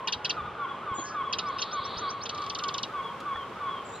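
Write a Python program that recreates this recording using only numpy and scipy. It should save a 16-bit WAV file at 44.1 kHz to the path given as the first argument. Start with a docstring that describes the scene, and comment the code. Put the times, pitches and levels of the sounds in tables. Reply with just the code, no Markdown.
"""A small bird close by scolds in sharp chips, later ticks: steep down-sweeps shaped by its beak.
Among bare trees, a distant bird repeats a low falling call that echoes off the tree line.
Other birds add thin whistles, a fast trill and rising slurs, all gliding tones.
Under it lie a steady far-off rush, a few soft bumps, a light ringing knock and a faint hiss."""
import sys
import numpy as np
from scipy import signal
from scipy.fft import rfft, irfft
from scipy.io import wavfile

SR = 44100
rng = np.random.default_rng(int(sys.argv[2]) if len(sys.argv) > 2 else 0)


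def store_pcm(level_fs):
    """Save levels as 16-bit WAV."""
    pcm = np.round(np.clip(level_fs, -1, 1) * 32767).astype(np.int16)
    wavfile.write(sys.argv[1], SR, np.atleast_2d(pcm).T)


N = 176400

# Far whistles. Each row: start and length in seconds, first, middle and last pitch in Hz,
# level in dB, waver as a share of pitch.
WHISTLES = [(-.02, 0.12, 1120, 1012, 940, -39, 0.081), (0.072, 0.22, 1012, 969, 963, -51.5, 0.02),
            (.1, 0.92, 845, 827.5, 830, -55, 0.024), (0.163, 0.36, 1440, 1437, 1430, -53, 0.012),
            (0.572, 0.11, 1430, 1398, 1392, -42.5, 0.01), (0.941, 0.11, 7300, 6710, 6810, -45.5, 0.012),
            (1.038, 0.068, 6420, 5720, 5100, -49.5, 0.16), (0.98, 0.027, 3800, 4200, 4700, -55.5, .02),
            (1.015, .16, 1600, 1707, 1610, -51, 0.019), (3.04, 0.085, 900, 943, 976, -45, 0.0094),
            (3.844, 0.14, 7300, 7090, 7250, -51, .008), (3.926, 0.044, 3500, 3920, 4200, -55.5, 0.0059)]
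# Rush spectrum. Each row: frequency in Hz, relative level in dB.
RUSH_SPECTRUM = [(20, -26.5), (45, -15.5), (80, -1), (160, 1), (290, -2), (440, 3.5), (700, -1), (1100, 4),
                 (1800, -8), (3200, -12), (4500, -24.5), (6500, -34.5), (10000, -42.5), (15000, -52)]
# Rush stereo width. Each row: frequency in Hz, side against mid in dB.
RUSH_WIDTH = [(60, -24.5), (280, -13.5), (800, -12), (2000, -10.5), (4000, -10), (7000, 3.5)]
# Hiss spectrum. Each row: frequency in Hz, relative level in dB.
HISS_SPECTRUM = [(1500, 1), (4000, 3.5), (8000, -7.5), (13000, -15.5), (16000, -15)]
# Hiss envelope. Each row: time in seconds, level in dB.
HISS_LEVELS = [(0, -77), (2.1, -94), (2.4, -58), (3.2, -59.5), (4, -61)]
# Scolding chips. Each row: start and length in seconds, starting pitch in Hz, level before the beak
# in dB, relative octave level in dB, nearest reflection delay in ms.
CHIPS = [(.0733, .019, 3130, -23, -3.5, 2.1), (0.1227, .018, 3370, -26, 1.5, 3.15),
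         (0.246, .016, 3180, -24.5, 0, 2.72), (0.2947, .019, 3444, -25, 1, 2.2),
         (1.3264, .016, 3225, -26, 1.5, 3.1), (1.385, .015, 3444, -27.5, 1, 2.8),
         (1.585, .014, 2983, -31.5, -2.5, 4), (1.6168, .014, 3365, -29, 4.5, 2.5),
         (2.255, 0.012, 3250, -32.5, -.5, 4.3), (2.2918, 0.0093, 3350, -30.5, 1, 3)]
# Scolding ticks. Each row: start and length in seconds, level before the beak in dB.
TICKS = [(2.347, 0.006, -36.5), (2.376, 0.0098, -37.5), (2.419, 0.006, -36), (2.44, 0.0027, -37),
         (2.464, 0.002, -32), (2.497, .009, -27.5), (2.5477, 0.0099, -28.5), (2.586, 0.013, -30.5),
         (2.6368, 0.0057, -25.5), (2.682, 0.013, -29), (2.74, 0.0084, -27), (2.78, 0.0078, -26),
         (2.83, 0.0092, -24)]
# Throat and beak response. Each row: frequency in Hz, gain in dB.
BEAK_RESPONSE = [(1400, -8.5), (2100, -28), (2750, -3), (3400, -4.5), (4400, -3.5), (5300, -7),
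                 (6000, -5.5), (6600, -9), (7400, -22), (11500, -15.5)]
# Ground and branch reflections. Each row: delay in seconds, gain in dB.
NEAR_ECHOES = [(.0046, -10), (.0072, -12)]
# Bumps and clicks. Each row: start and decay scale in seconds, centre in Hz, level in dB.
BUMPS = [(0.159, 0.018, 109, -36.5), (0.358, 0.12, 91, -41), (0.911, 0.0079, 121, -31),
         (0.979, 0.014, 347, -28.5), (1.964, 0.013, 105, -33), (3.201, 0.0076, 3130, -40.5),
         (3.34, 0.042, 85, -43.5), (3.497, 0.016, 380, -35.5)]
# Low calls. Each row: start and length in seconds, starting pitch and main fall in Hz,
# level after the swell in dB, swell in dB, rasp as a share of pitch.
CALLS = [(.366, .05, 1290, 130, -31.5, 1, .014), (.592, .07, 1215, 135, -29.5, 4.5, .014),
         (.860, .087, 1220, 150, -29, 6, .014), (1.142, .088, 1245, 165, -28, 4.5, .014),
         (1.432, .082, 1240, 155, -28.5, 6, .014), (1.722, .083, 1245, 160, -28.5, 5, .014),
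         (2.014, .085, 1240, 150, -29.5, 4.5, .018), (2.308, .185, 1215, 100, -36.5, 0, .035),
         (2.618, .078, 1230, 145, -29.5, 4.5, .014), (2.932, .085, 1215, 140, -29.5, 4.5, .014),
         (3.250, .092, 1200, 115, -29.5, 4.5, .018), (3.600, .1, 1190, 105, -29.5, 5, .018)]
# Call harmonics 1 to 3. Each entry: relative level in dB before the overtone swell.
CALL_HARMONICS_DB = [-1, -21, -21]
# Tree line echoes. Each row: delay in seconds, gain in dB.
TREE_ECHOES = [(.045, -19), (.092, -10), (.16, -19)]
# High notes after some calls. Each row: start and length in seconds, final pitch in Hz, level in dB.
TRAILS = [(0.683, 0.061, 3210, -50.5), (0.969, .065, 3180, -49), (1.247, 0.07, 3200, -49.5),
          (3.033, 0.071, 3150, -46.5), (3.333, .115, 3000, -47.5), (3.676, .14, 3070, -49.5)]
# Trill envelope. Each row: time in seconds, level in dB.
TRILL_LEVELS = [(1.38, -58), (1.5, -52.5), (1.68, -45), (1.8, -44.5), (1.95, -42.5), (2.08, -45),
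                (2.13, -51), (2.22, -60), (2.42, -48), (2.5, -60)]
# Rising slurs. Each row: start in seconds, first and last pitch in Hz, starting level in dB.
SLURS = [(1.453, 4320, 6200, -55), (1.577, 4200, 6750, -46.5), (1.703, 4060, 6750, -49),
         (1.827, 4050, 6350, -49.5), (1.956, 3450, 6580, -45), (2.074, 3600, 6410, -45),
         (2.203, 3440, 6740, -43)]
# Knock modes. Each row: frequency in Hz, T60 in seconds, level in dB.
KNOCK_MODES = [(870, 0.049, -32), (1072, 0.052, -29), (1350, 0.043, -27.5), (1800, 0.052, -31.5),
               (3440, .04, -36)]
# Microphone port phase. Each row: frequency in Hz, lead of left over right in radians.
PORT_PHASE = [(100, 0), (1200, .22), (2300, .47), (3550, .27), (3980, -.38), (4330, -.23), (4950, -.7),
              (5450, -2.2), (6100, -3.25), (6700, -3.38), (7500, -3.15)]


def undb(db):
    """Decibels to gain."""
    return 10 ** (np.asarray(db) / 20)


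def curve(at, points):
    """Linear table lookup."""
    return np.interp(at, *np.array(points, float).T)


def over_hz(hz, points):
    """Table lookup on a log frequency axis."""
    p = np.array(points, float)
    return np.interp(np.log(np.maximum(hz, 1)), np.log(p[:, 0]), p[:, 1])


def noise(spectrum):
    """Shaped noise, unit RMS."""
    x = irfft(rfft(rng.standard_normal(N)) * undb(over_hz(np.fft.rfftfreq(N, 1 / SR), spectrum)), N)
    return x / x.std()


def walk(rate_hz, n=N):
    """Random drift, spread near 1."""
    knots = rng.standard_normal(1024)
    return np.interp(np.arange(n) / SR * rate_hz, np.arange(len(knots)), knots)


def add(out, start_s, x):
    """Mix x in at start_s."""
    i = int(round(start_s * SR))
    x = x[max(-i, 0):max(N - i, 0)]
    out[max(i, 0):max(i, 0) + len(x)] += x


def span(length_s):
    """Note progress, 0 to 1."""
    return np.linspace(0, 1, max(int(length_s * SR), 2))


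def gate(u, attack, release):
    """Smooth rise and fall, as shares of the note."""
    rise = np.sin(np.pi / 2 * np.clip(u / attack, 0, 1))
    fall = np.sin(np.pi / 2 * np.clip((1 - u) / release, 0, 1))
    return rise * fall


def tone(hz):
    """Gliding sine, unit RMS."""
    return np.sqrt(2) * np.sin(2 * np.pi * np.cumsum(hz) / SR)


def echoes(x, taps):
    """Sum of delayed reflections."""
    i = np.arange(N)
    return sum(undb(db) * np.interp(i - delay_s * SR, i, x, left=0) for delay_s, db in taps)


def scatter(x, t60_s, side_db):
    """Diffuse stereo reflections from trunks and twigs."""
    age = np.arange(SR) / SR / t60_s
    mid, side = rng.standard_normal((2, SR)) * 1000 ** -age * (1 - np.exp(-20 * age))
    impulse = (mid + undb(side_db) * np.array([side, -side])) / np.sqrt(np.sum(mid ** 2))
    return signal.fftconvolve(x[None], impulse, axes=1)[:, :N]


def far_whistles():
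    """Thin wavering whistles, blurred by the trees."""
    out = np.zeros(N)
    for start_s, length_s, first_hz, middle_hz, last_hz, db, waver in WHISTLES:
        u = span(length_s)
        arc_hz = np.polyval(np.polyfit([0, .5, 1], [first_hz, middle_hz, last_hz], 2), u)
        hz = arc_hz * (1 + waver * walk(middle_hz / 6, len(u)))
        add(out, start_s, tone(hz) * gate(u, .09, .15) * undb(db))
    return out + undb(-2) * scatter(out, t60_s=.21, side_db=-16)


def background():
    """Far-off rush, wider in the treble, and a faint hiss that rises past halfway."""
    mid, side = noise(RUSH_SPECTRUM), noise(RUSH_SPECTRUM)
    side = irfft(rfft(side) * undb(over_hz(np.fft.rfftfreq(N, 1 / SR), RUSH_WIDTH)), N)
    rush = (mid + np.array([side, -side])) * undb(-41.7 + .8 * walk(rate_hz=5.593))
    hiss = np.array([noise(HISS_SPECTRUM), noise(HISS_SPECTRUM)])
    return rush + hiss * undb(curve(np.arange(N) / SR, HISS_LEVELS))


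def beak(hz):
    """A tone shaped by throat and beak."""
    return tone(hz) * undb(over_hz(hz, BEAK_RESPONSE))


def with_branch_echo(x, delay_ms, echo_db=-5):
    """A note plus one reflection from a nearby branch."""
    gap = np.zeros(max(int(round(delay_ms / 1000 * SR)), 1))
    return np.concatenate([x, gap]) + undb(echo_db) * np.concatenate([gap, x])


def scolder(chip_fall_ratio=.44, tick_top_hz=7070, tick_end_hz=2234, rasp=.056):
    """Steep raspy down-sweeps close by: chips with overtones, then ticks without."""
    out = np.zeros(N)
    for start_s, length_s, top_hz, db, octave_db, echo_ms in CHIPS:
        u = span(length_s)
        hz = top_hz * chip_fall_ratio ** u * (1 + rasp * walk(1520, len(u)))
        voice = beak(hz) + undb(octave_db) * beak(2 * hz) + undb(-19) * beak(3 * hz)
        edge = undb(-34) * (tone(4 * hz) + tone(6 * hz))
        chip = (voice + edge) * gate(u, .1, .33) * undb(db)
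        add(out, start_s, with_branch_echo(chip, echo_ms))
    for start_s, length_s, db in TICKS:
        u = span(length_s)
        hz = tick_top_hz * (tick_end_hz / tick_top_hz) ** u * (1 + rasp * walk(1560, len(u)))
        tick = beak(hz) * gate(u, .11, .52) * undb(db)
        add(out, start_s, with_branch_echo(tick, delay_ms=rng.uniform(2, 4.6)))
    near = undb(-5.5) * scatter(out, t60_s=.055, side_db=-12)
    wood = undb(-19.5) * scatter(out, t60_s=.21, side_db=-17)
    return out + echoes(out, NEAR_ECHOES) + near + wood


def bumps(half_width_octaves=.34):
    """Band noise bursts: dull bumps and a twig-like click."""
    out = np.zeros(N)
    t = np.arange(SR // 4) / SR
    ratio = 2 ** half_width_octaves
    for start_s, decay_s, hz, db in BUMPS:
        band = [(hz / 8, -24), (hz / ratio, -3), (hz, 0), (hz * ratio, -5), (hz * 8, -36), (hz * 64, -80)]
        envelope = t / decay_s * np.exp(1 - 2 * t / decay_s)
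        add(out, start_s, noise(band)[:len(t)] * envelope * undb(db))
    return out


def low_caller(end_drop_hz=35, overtone_swell_db=5, lead_hz=1230, lead_top_hz=1406, upper_hz=1482):
    """Each call slurs up, breaks to a swelling, falling tone and returns from the tree line."""
    out = np.zeros(N)
    for start_s, length_s, top_hz, fall_hz, db, swell_db, rasp in CALLS:
        u = span(length_s)
        hz = top_hz - fall_hz * (1 - (1 - u) ** 1.35) - end_drop_hz * u ** 10
        hz *= 1 + rasp * walk(400, len(u))
        overtone_db = overtone_swell_db * (2 * u - 1.5)
        voice = sum(undb(harmonic_db + (k > 1) * overtone_db) * tone(k * hz)
                    for k, harmonic_db in enumerate(CALL_HARMONICS_DB, 1))
        add(out, start_s, voice * gate(u, .12, .1) * undb(db + swell_db * (u - 1)))
        # Lead-in slur.
        u = span(length_s=.044)
        hz = lead_hz + (lead_top_hz - lead_hz) * u + 60 * walk(238, len(u))
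        add(out, start_s - .044, tone(hz) * gate(u, .14, 1) * undb(db - 11))
        # Weak steady tone above the call.
        u = span(length_s=.13)
        hz = upper_hz + 26 * walk(143, len(u))
        add(out, start_s - .02, tone(hz) * gate(u, .049, .14) * undb(db - 18.5))
    return out + echoes(out, TREE_ECHOES) + undb(-3) * scatter(out, t60_s=.64, side_db=-15.5)


def trailing_notes(top_hz=3400, waver_hz=25):
    """Faint high falling tones after some calls."""
    out = np.zeros(N)
    for start_s, length_s, end_hz, db in TRAILS:
        u = span(length_s)
        hz = top_hz + (end_hz - top_hz) * u ** 1.5 + waver_hz * walk(408.5, len(u))
        add(out, start_s, tone(hz) * gate(u, .19, .25) * undb(db - 2.3 * u))
    return out + undb(-5) * scatter(out, t60_s=.15, side_db=-16)


def trill(rate_hz=152, top_hz=4680, low_hz=3000, waver_hz=110, flutter_db=1.5):
    """Tiny down-sweeps, repeated fast enough to buzz."""
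    t = np.arange(N) / SR
    cycle = np.cumsum(rate_hz * (1 + .025 * walk(25))) / SR % 1
    hz = top_hz + (low_hz - top_hz) * cycle + waver_hz * walk(500)
    level_db = curve(t, TRILL_LEVELS) + flutter_db * walk(210)
    sounding = (t > TRILL_LEVELS[0][0]) & (t < TRILL_LEVELS[-1][0])
    return tone(hz) * gate(cycle, .28, .28) * undb(level_db) * sounding


def slurs(length_s=.043, waver_hz=170, swell_db=3.5, flutter_db=3):
    """A row of quick, swelling up-sweeps."""
    out = np.zeros(N)
    u = span(length_s)
    for start_s, first_hz, last_hz, db in SLURS:
        hz = first_hz + (last_hz - first_hz) * u + waver_hz * walk(530, len(u))
        level_db = db + swell_db * u + flutter_db * walk(220, len(u))
        add(out, start_s, tone(hz) * gate(u, .35, .15) * undb(level_db))
    return out


def knock(start_s=3.357, attack_s=.0013):
    """One light blow rings a few short modes."""
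    out = np.zeros(N)
    t = np.arange(SR // 4) / SR
    ring = sum(undb(db) * np.sin(2 * np.pi * hz * t) * 1000 ** (-t / t60_s)
               for hz, t60_s, db in KNOCK_MODES)
    add(out, start_s, ring * (1 - np.exp(-t / attack_s)))
    return out


def scene():
    """Birds reach the two microphone ports out of phase in the treble, over the other sounds."""
    song = trill() + slurs()
    song = song + undb(-7) * scatter(song, t60_s=.07, side_db=-10)
    birds = far_whistles() + scolder() + low_caller() + trailing_notes() + song
    lead_rad = over_hz(np.fft.rfftfreq(2 * N, 1 / SR), PORT_PHASE)
    port_shift = np.exp(.5j * np.array([lead_rad, -lead_rad]))
    birds = irfft(rfft(birds, 2 * N) * port_shift)[:, :N]
    return birds + background() + bumps() + knock()


def record(dry):
    """Steep low-pass at 15.1 kHz."""
    return signal.sosfilt(signal.ellip(8, .2, 70, 15100, fs=SR, output="sos"), dry)


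dry = scene()
out = record(dry)
store_pcm(out)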